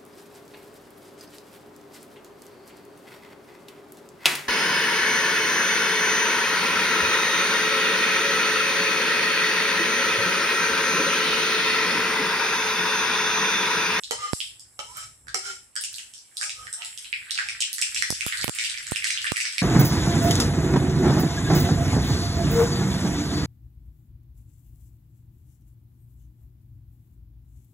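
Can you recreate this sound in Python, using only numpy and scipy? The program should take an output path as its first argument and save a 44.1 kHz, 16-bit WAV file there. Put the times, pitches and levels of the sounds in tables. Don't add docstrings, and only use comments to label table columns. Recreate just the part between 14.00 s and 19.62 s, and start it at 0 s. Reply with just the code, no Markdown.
import sys
import numpy as np
from scipy import signal
from scipy.fft import rfft, irfft, next_fast_len
from scipy.io import wavfile
from scipy.ndimage import minimum_filter1d

SR = 44100
rng = np.random.default_rng(int(sys.argv[2]) if len(sys.argv) > 2 else 0)


def to_wav(s):
    ch = np.atleast_2d(s).T
    pcm = np.round(np.clip(ch, -1, 1) * 32767)
    wavfile.write(sys.argv[1], SR, pcm.astype(np.int16))


N = 247790

# (time [s], bubble peak [dB], bubble pitch [Hz],
#                  crack peak [dB], crack tilt [dB/octave], crack life [ms], held to 0.3-6)
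BURSTS = [(0.0357, -18, 3820, -27, -2, 2.2), (0.3331, -49, 1180, -14, 0.5, 0.54),
          (0.404, -10, 3120, -17.5, -17, 1.6), (0.5963, -62, 4730, -25.5, 6, 0.92),
          (0.9706, -30, 1330, -24, 22, 1.3), (1.27, -35, 1570, -42, 6, 1.9),
          (1.2829, -25.5, 1590, -27.5, -8, 2.4), (1.7557, -29, 1620, -16.5, 5, 0.6),
          (1.7633, -20.5, 1606, -14, -4, 1.5), (1.8116, -27, 3700, -16.5, 21, 1.3),
          (1.8379, -19.5, 2830, -17.5, 4, 6.8), (1.9303, -35, 4150, -26.5, 24, 1.2),
          (1.9426, -23, 4340, -25.5, -14, 1.2), (1.9603, -43, 4300, -23, 20, 0.82),
          (1.9833, -21.5, 2910, -25, -2, 2.7), (2.137, -37.5, 3180, -29, -1.5, 3.6),
          (2.18, -61, 4660, -29.5, -2, 0.63), (2.37, -17.5, 4200, -14.5, 4, 1.3),
          (2.4128, -19, 1580, -14, -0.5, 1.1), (2.43, -18.5, 2380, -15, 4.5, 2.7),
          (2.4949, -20, 2560, -19, 1, 1.3), (2.5035, -24, 3800, -25, -3, 0.85),
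          (2.6691, -24.5, 1790, -30, -10, 1.4), (2.7285, -37, 1540, -14.5, 5, 1.6),
          (2.821, -19.5, 2750, -28, -6, 1.1), (2.8484, -25, 3670, -17, 1, 0.8),
          (2.9762, -24, 3340, -20, 7.5, 0.7), (3.0263, -53, 3800, -27, 5, 0.61),
          (3.0459, -26.5, 2680, -27, -19, 0.89), (3.1287, -9.5, 2370, -26.5, -18, 1.2),
          (3.3086, -11, 3970, -16.5, 0.5, 1.3), (3.3467, -13, 4620, -25, 0, 1),
          (3.3771, -15, 2500, -15, -2.5, 1.2), (3.3881, -10, 1655, -32, -3, 0.6),
          (3.487, -14, 2310, -19.5, -3.5, 2.3), (3.605, -19, 2940, -12, -4.5, 3.9),
          (3.6225, -7.5, 2940, -14, 0, 0.51), (3.7304, -16, 4600, -11, 20.5, 0.93),
          (3.783, -19.5, 1820, -15, 3, 0.6), (3.8146, -16, 3800, -10, 3.5, 6.7),
          (3.8231, -8.5, 2550, -29, 5, 6), (3.9462, -24, 2280, -13.5, -1, 3.1),
          (3.9627, -12.5, 2550, -32, 0, 1), (3.9745, -15, 4400, -13.5, -8, 2.3),
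          (4.0235, -6, 1910, -10.5, -1.5, 1.9), (4.1043, -35, 4600, -4, 7.5, 1.3),
          (4.2087, -10, 2380, -15, 1, 1.2), (4.258, -42, 2580, -30, 3, 1.1),
          (4.2648, -27.5, 1310, -9.5, 15, 0.42), (4.2825, -16.5, 2820, -28, 4, 1),
          (4.3242, -11.5, 1950, -19, -16, 0.65), (4.3452, -24, 1600, -25, 4, 0.8),
          (4.3731, -15, 4350, -18, 5, 0.75), (4.413, -12, 4580, -18.5, -1, 1.9),
          (4.4323, -17, 2190, -21, 15, 0.84), (4.444, -47, 2200, -12, 36, 0.62),
          (4.4795, -20, 1290, -12, 10, 0.51), (4.4944, -44, 1710, -9, 3, 2.9),
          (4.55, -21, 2400, -14.5, 20, 1.8), (4.5866, -8.5, 2220, -11, -8.5, 3.2),
          (4.6122, -13, 2240, -14, 6, 0.8), (4.6388, -15, 3640, -13, -1, 3.4),
          (4.6461, -14.5, 2780, -25, 18, 0.77), (4.6502, -15, 3100, -27, 11, 4.9),
          (4.67, -21, 2550, -27, -9, 2), (4.6987, -25, 4590, -11.5, -5, 0.69),
          (4.7426, -19.5, 2280, -34, -5, 1), (4.7754, -20, 2090, -21.5, -11, 1.7),
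          (4.8283, -32, 3100, -25, 7, 0.7), (4.8683, -28, 2040, -21, -1, 1.7),
          (4.9118, -35, 3850, -14, 16, 1.1), (4.9598, -10, 2610, -17.5, 3, 4.1),
          (5.0233, -16, 2180, -35, 0, 1.1), (5.043, -9.5, 2055, -12, -1.5, 3.8),
          (5.0669, -31, 2270, -15.5, -14, 1.5), (5.0703, -12.5, 2700, -14.5, 6, 1.9),
          (5.105, -9, 2290, -11.5, -6, 7.8), (5.1751, -9.5, 3050, -24, 2, 0.9),
          (5.2177, -15, 4660, -21.5, 4, 1.2), (5.2436, -13, 1720, -19.5, 13, 1),
          (5.267, -12, 2590, -24, -31, 1.5), (5.2702, -16.5, 2100, -17.5, -16, 2),
          (5.3198, -25.5, 1250, -16.5, 6.5, 3.6), (5.3607, -11.5, 2330, -18.5, 0, 5.7),
          (5.3682, -11, 1920, -12.5, 5, 1.7), (5.4034, -10.5, 2450, -15.5, -8, 2.3),
          (5.41, -30, 4000, -12, 6, 1.4), (5.4539, -16, 2140, -12.5, -9, 0.63),
          (5.5255, -21, 4950, -19.5, -2, 1.1), (5.5376, -32, 4500, -30, -5, 1.3),
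          (5.5821, -9, 2320, -10, 1, 1)]
# (time [s], hold [s], body level [dB], bass re body [dB], treble re body [dB],
#                                 four lowest modes [Hz] x 4, squeal level [dB], squeal glide [Hz/s])
STROKES = [(0.205, 0.069, -39.5, -12, -1.5, 493, 833, 1227, 2050, -38, -100),
           (0.85, 0.069, -61, -1, 9, 447, 800, 874, 2220, -51.5, 1802),
           (0.966, 0.06, -44, -19, 1.5, 606, 798, 1299, 2290, -54, 600),
           (1.453, 0.05, -39, -14.5, 2, 393, 787, 1394, 2224, -69, 298),
           (2.428, 0.02, -43, -12, 9, 616, 814, 1280, 1740, -58, 50),
           (2.592, 0.058, -52, -11, 2, 503, 784, 1259, 1610, -47.5, 46),
           (2.809, 0.0084, -42.5, -10, -13, 708, 902, 1282, 1970, -69, -500),
           (3.37, 0.1, -55, -9, 10, 710, 848, 1316, 1890, -78, 50)]


def amp(db):
    return 10 ** (np.asarray(db) / 20)


def unit(x):
    return x / np.sqrt(np.mean(x ** 2) + 1e-20)


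def along(points, hz):
    f, v = np.transpose(points)
    return np.interp(np.log(hz + 1), np.log(f + 1), v)


def curves(rows):
    s, *cols = np.transpose(rows)
    return [np.interp(np.arange(N) / SR, s, c) for c in cols]


def filtered(x, response):
    m = next_fast_len(N + SR // 2)
    return irfft(rfft(x, m) * response(np.fft.rfftfreq(m, 1 / SR)), m)[..., :N]


def scatter(s, shapes):
    at = np.round(np.asarray(s) * SR).astype(int)[:, None] + np.arange(shapes.shape[1])
    return np.bincount(at.ravel(), shapes.ravel(), N + SR)[:N]


def shape(start, hold, rise_db_s, fade_db_s):
    t = np.arange(N) / SR
    rise_db = -rise_db_s * np.maximum(start - t, 0)
    fade_db = -fade_db_s * np.maximum(t - start - hold, 0)
    return amp(rise_db + fade_db)


def bubbles(s, db, hz, cycles, rise):
    turn = np.arange(512) / SR * hz[:, None]
    swell = (1 - np.exp(-turn / .3)) * np.exp(-turn / np.clip(cycles, .4, 6))
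    below = np.fft.rfftfreq(512, 1 / SR) / np.maximum(0.68 * hz[:, None], 1200)
    high_pass = (below ** 2 / (1 - below ** 2 + 1j * below / 0.96)) ** 3
    tones = swell * np.sin(2 * np.pi * turn * (1 + rise * turn))
    tones = irfft(rfft(tones) * high_pass)
    tones /= abs(tones).max(axis=1, keepdims=True)
    return scatter(s, amp(db)[:, None] * tones)


def cavities():
    s, db, hz, *_ = np.transpose(BURSTS)
    cycles = 1.74 * (2400 / hz[:, None]) ** 0.47
    return bubbles(s, db, hz, cycles, rise=0.0021)


def cracks():
    # (frequency [Hz], relative level [dB])
    crack_colour = [(1760, -64), (3000, 12), (4020, 16), (5350, 23.5), (6440, 16.5), (8440, 23.5),
                    (9530, 11), (10300, 12.5), (15500, -16.5), (16200, -2), (16500, -50)]
    lead, tick = 22, 2.37
    s, _, _, db, tilt_db, life_ms = np.transpose(BURSTS)
    t = np.arange(1024) / SR
    spit_fade = np.exp(-1000 * t / np.clip(life_ms, .3, 6)[:, None])
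    burst = rng.standard_normal((len(s), len(t))) * spit_fade
    burst[:, 0] = tick
    f = np.fft.rfftfreq(len(t), 1 / SR)
    colour_db = along(crack_colour, f) + tilt_db[:, None] * np.log2(np.maximum(f, 3000) / 7000)
    burst = irfft(rfft(np.roll(burst, lead, axis=1)) * amp(colour_db))
    burst /= abs(burst).max(axis=1, keepdims=True)
    return scatter(s - lead / SR, amp(db)[:, None] * burst)


def sizzle():
    # (time [s], fizz rms [dB], larger bubbles re fizz [dB])
    sizzle_levels = [(0.0, -46.5, -14), (0.27, -83, -7), (0.34, -33.5, -20.5), (0.61, -62, -11),
                     (0.97, -50.5, -17), (1.33, -65, -16), (1.45, -51, -15), (1.75, -63, -8),
                     (1.96, -48, -8.5), (2.19, -59, -8.5), (2.93, -46, -8), (3.13, -52, -10),
                     (3.38, -52, 15.5), (3.69, -50.5, -3), (3.82, -44, -3.5), (4.55, -40, 3.5),
                     (4.8, -49.5, 6), (5.09, -44, 7), (5.62, -48, 4.5)]
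    # (frequency [Hz], relative level [dB])
    fizz_colour = [(2650, -46), (4500, -41), (5380, -9), (6620, -19), (7580, 5), (8930, -4), (10600, -4.5),
                   (16000, -33), (16500, -54)]
    fizz_db, large_db = curves(sizzle_levels)
    clicks = rng.standard_normal(N) * amp(3 * rng.exponential(size=N))
    fizz = unit(filtered(clicks, lambda f: amp(along(fizz_colour, f))))
    draw = rng.random((2500, 3))
    hz = 1500 * 3.01 ** draw[:, 1]
    size_db = -3.5 * np.log(draw[:, 2] + .003)
    large = bubbles(draw[:, 0] * N / SR, size_db, hz, cycles=1.6, rise=.012)
    return amp(fizz_db) * (fizz + amp(large_db) * unit(large))


def steel_ring(x, grip_hz, part, lo_hz, hi_hz):
    # (frequency [Hz], 0 where the grip sets it; width [Hz]; gain [dB])
    steel_modes = [(0, 34.6, -6.5), (0, 15.5, 0), (0, 31.4, 1.5), (0, 60, -6), (2710, 45, -22),
                   (3058, 77, -5), (4160, 91, -15), (5170, 160, -7.5), (5540, 53, -4), (5820, 66, -7.5),
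                   (6580, 63, -7.5), (7500, 140, -7), (7800, 73, -9), (7830, 130, -10), (8860, 48, -2)]
    hiss_db = (-19, -27.5, -18)
    mode_hz = list(grip_hz) + [m[0] for m in steel_modes[len(grip_hz):]]
    modes = [(c, w, db) for c, (_, w, db) in zip(mode_hz, steel_modes) if lo_hz < c < hi_hz]

    def response(f):
        total = amp(hiss_db[part]) / (1 + (lo_hz / (f + 1)) ** 4) / (1 + (f / hi_hz) ** 12)
        for k, (c, w, db) in enumerate(modes):
            resonance = 1j * f * w / (c * c - f * f + 1j * f * w)
            total = total + (-1) ** k * amp(db) * resonance
        return total

    return filtered(x, response)


def spatula():
    # (time [s], level [dB], skid bass re body [dB], skid treble re body [dB],
    #            four lowest modes [Hz] x 4)
    landings = [(0.1099, -17.5, 3.5, 2.8, 466, 939, 1310, 1970),
                (0.7912, -28.5, 2, 0.45, 565, 855, 1290, 2300),
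                (1.3443, -21.5, 0.5, 10.4, 385, 780, 1282, 2195)]
    blow_gain_db = (28.5, 8, 29)
    bands_hz = [(1000, 4600), (300, 1000), (4600, 10500)]
    skid_db, skid_fade_db_s = -14.5, (482, 292, 303)
    drag_rise_db_s, drag_fade_db_s = 343, (420, 200, 248)

    def gritty(grip_hz, band):
        grit = rng.standard_normal(N) * amp(2.5 * rng.exponential(size=N))
        return unit(steel_ring(grit, grip_hz, *band))

    out, t = np.zeros(N), np.arange(900) / SR
    for part, (lo_hz, hi_hz) in enumerate(bands_hz):
        band = part, lo_hz, hi_hz
        for s, db, bass_db, treble_db, *grip_hz in landings:
            part_db = db + (0, bass_db, treble_db)[part]
            chatter = rng.standard_normal((1, len(t))) * np.exp(-t / .001)
            out += amp(db + blow_gain_db[part]) * steel_ring(scatter([s], chatter), grip_hz, *band)
            skid = (np.arange(N) >= s * SR) * shape(s, 0, 0, skid_fade_db_s[part])
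            out += amp(part_db + skid_db) * skid * gritty(grip_hz, band)
        for s, hold, db, bass_db, treble_db, *grip_hz, _, _ in STROKES:
            part_db = db + (0, bass_db, treble_db)[part]
            pressure = shape(s, hold, drag_rise_db_s, drag_fade_db_s[part])
            out += amp(part_db) * pressure * gritty(grip_hz, band)
    return out


def squeal():
    out, t = np.zeros(N), np.arange(N) / SR
    for s, hold, *_, hz, _, db, glide_hz_s in STROKES:
        unsteady = filtered(rng.standard_normal((2, N)), lambda f: 1 / (1 + (f / 25) ** 2))
        phase = 2 * np.pi * (hz + glide_hz_s * (t - s) / 2) * (t - s)
        tone = (0.4 + unit(unsteady[0])) * np.cos(phase) + unit(unsteady[1]) * np.sin(phase)
        out += amp(db) * shape(s, hold, rise_db_s=354, fade_db_s=375) * unit(tone)
    return out


def puffs():
    # (time [s], push level [dB], snap level [dB])
    air_bursts = [(.3333, -3, -51), (4.1047, -9, -18), (4.1258, -10, -12), (4.265, -11.5, -29),
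                  (4.4438, -10, -3), (4.4803, -8.5, -0.5), (4.4885, -8, -10), (4.4952, -2, 1),
                  (4.9202, -7, -12.5), (5.32, -6, -5)]
    s, db, snap_db = np.transpose(air_bursts)
    t = np.arange(900) / SR
    push = scatter(s, -amp(db)[:, None] * np.exp(-t / 0.0013) * (1 - np.exp(-t / .00005)))
    click = np.exp(-t / 0.00023) * np.cos(2 * np.pi * 2600 * t)
    snap = scatter(s - .0002, amp(snap_db)[:, None] * click)
    return filtered(push + snap, lambda f: -f * f / (85 ** 2 - f * f + 1j * f * 90))


def stove():
    # (frequency [Hz], relative level [dB])
    murmur_colour = [(18, -40), (30, -10), (121, -5), (674, -10.5), (778, -9), (1730, -13.5), (1910, -75),
                     (4000, -118), (5200, -65), (8800, -120)]
    # (time [s], rumble level before flutter [dB])
    rumble_levels = [(0.0, -74), (0.19, -57), (0.28, -79), (0.66, -66), (0.76, -77), (0.88, -59),
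                     (1.26, -65.5), (1.85, -70.5), (2.43, -82), (2.63, -60), (2.8, -79.5), (3.4, -65),
                     (3.85, -78), (4.0, -54.5), (5.0, -61.5), (5.62, -75)]
    flutter_rms_db, flutter_hz = 4, 4.8
    common, left, right, deep, chance = rng.standard_normal((5, N))
    flutter = filtered(chance, lambda f: 1 / (1 + (f / flutter_hz) ** 4))
    rumble_db = curves(rumble_levels)[0] + flutter_rms_db * unit(flutter)
    murmur = filtered(common + 2.8 * np.array([left, right]), lambda f: amp(along(murmur_colour, f)))
    rumble = filtered(deep, lambda f: sum(f * 14 / abs(c * c - f * f + 1j * f * 14) for c in (60, 108)))
    return amp(-69.5) * unit(murmur) + amp(rumble_db) * unit(rumble)


def kitchen(x, wet_db):
    # (frequency [Hz], t60 [s])
    decay_t60 = [(400, 0.14), (2600, 0.34), (7000, 0.33), (11000, 0.18), (13000, 0.1), (16000, 0.07)]
    # (left delay [s], right delay [s])
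    echo_delays = [(.0085, .0082), (.0108, .0103), (.016, .0166), (.0198, .0186)]
    # (left level [dB], right level [dB])
    echo_levels = [(-9, -5), (-10, -15.5), (-9, -22), (-24, -14)]
    step = SR // 3
    out = np.zeros((2, N + SR))
    for start in range(0, N, step):
        hz, t, z = signal.stft(rng.standard_normal((2, SR // 2)), SR, nperseg=256)
        decay = amp(-60 * t / along(decay_t60, hz)[:, None])
        tail = signal.istft(z * decay, SR, nperseg=256)[1]
        build_up = 1 - np.exp(-np.arange(tail.shape[1]) / (.006 * SR))
        tail *= amp(wet_db) / np.linalg.norm(tail[0]) * build_up
        tail[0] *= amp(1.5)
        for (left_s, right_s), (left_db, right_db) in zip(echo_delays, echo_levels):
            tail[0, round(left_s * SR)] += amp(left_db)
            tail[1, round(right_s * SR)] += amp(right_db)
        wet = signal.fftconvolve(x[None, start:start + step], tail, axes=1)
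        out[:, start:start + wet.shape[1]] += wet
    return out[:, :N]


def heard(x, left_db, wet_db, late_samples):
    late = np.pad(x, (late_samples, 0))[:N]
    return np.array([amp(left_db) * late, x]) + kitchen(x, wet_db)


def scene():
    sound = heard(cavities(), left_db=-9, wet_db=-2.5, late_samples=14)
    sound += heard(cracks(), left_db=-5.5, wet_db=2.2, late_samples=0)
    sound += heard(sizzle(), left_db=-6.5, wet_db=-3.5, late_samples=0)
    sound += heard(spatula() + squeal(), left_db=-6.0, wet_db=-3.5, late_samples=7)
    sound += stove()
    sound[1] += puffs()
    return sound


def record(dry):
    threshold_db, release_s, top_hz = -9, .06, 16800
    peak_db = 20 * np.log10(abs(dry).max(axis=0) + 1e-9)
    over_db = np.maximum(peak_db - threshold_db, 0)
    held_db = -minimum_filter1d(-np.pad(over_db, (150, 0)), size=221)
    release = np.exp(-np.arange(SR // 2) / (release_s * SR))
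    duck = signal.fftconvolve(held_db, release)[:N]

    def band_limit(hz):
        shelf_db = -14 * np.clip((hz - 15600) / 500, 0, 1)
        return amp(shelf_db) * (hz < top_hz)

    return filtered(dry * amp(-.004 * duck), band_limit)


dry = scene()
out = record(dry)
to_wav(out)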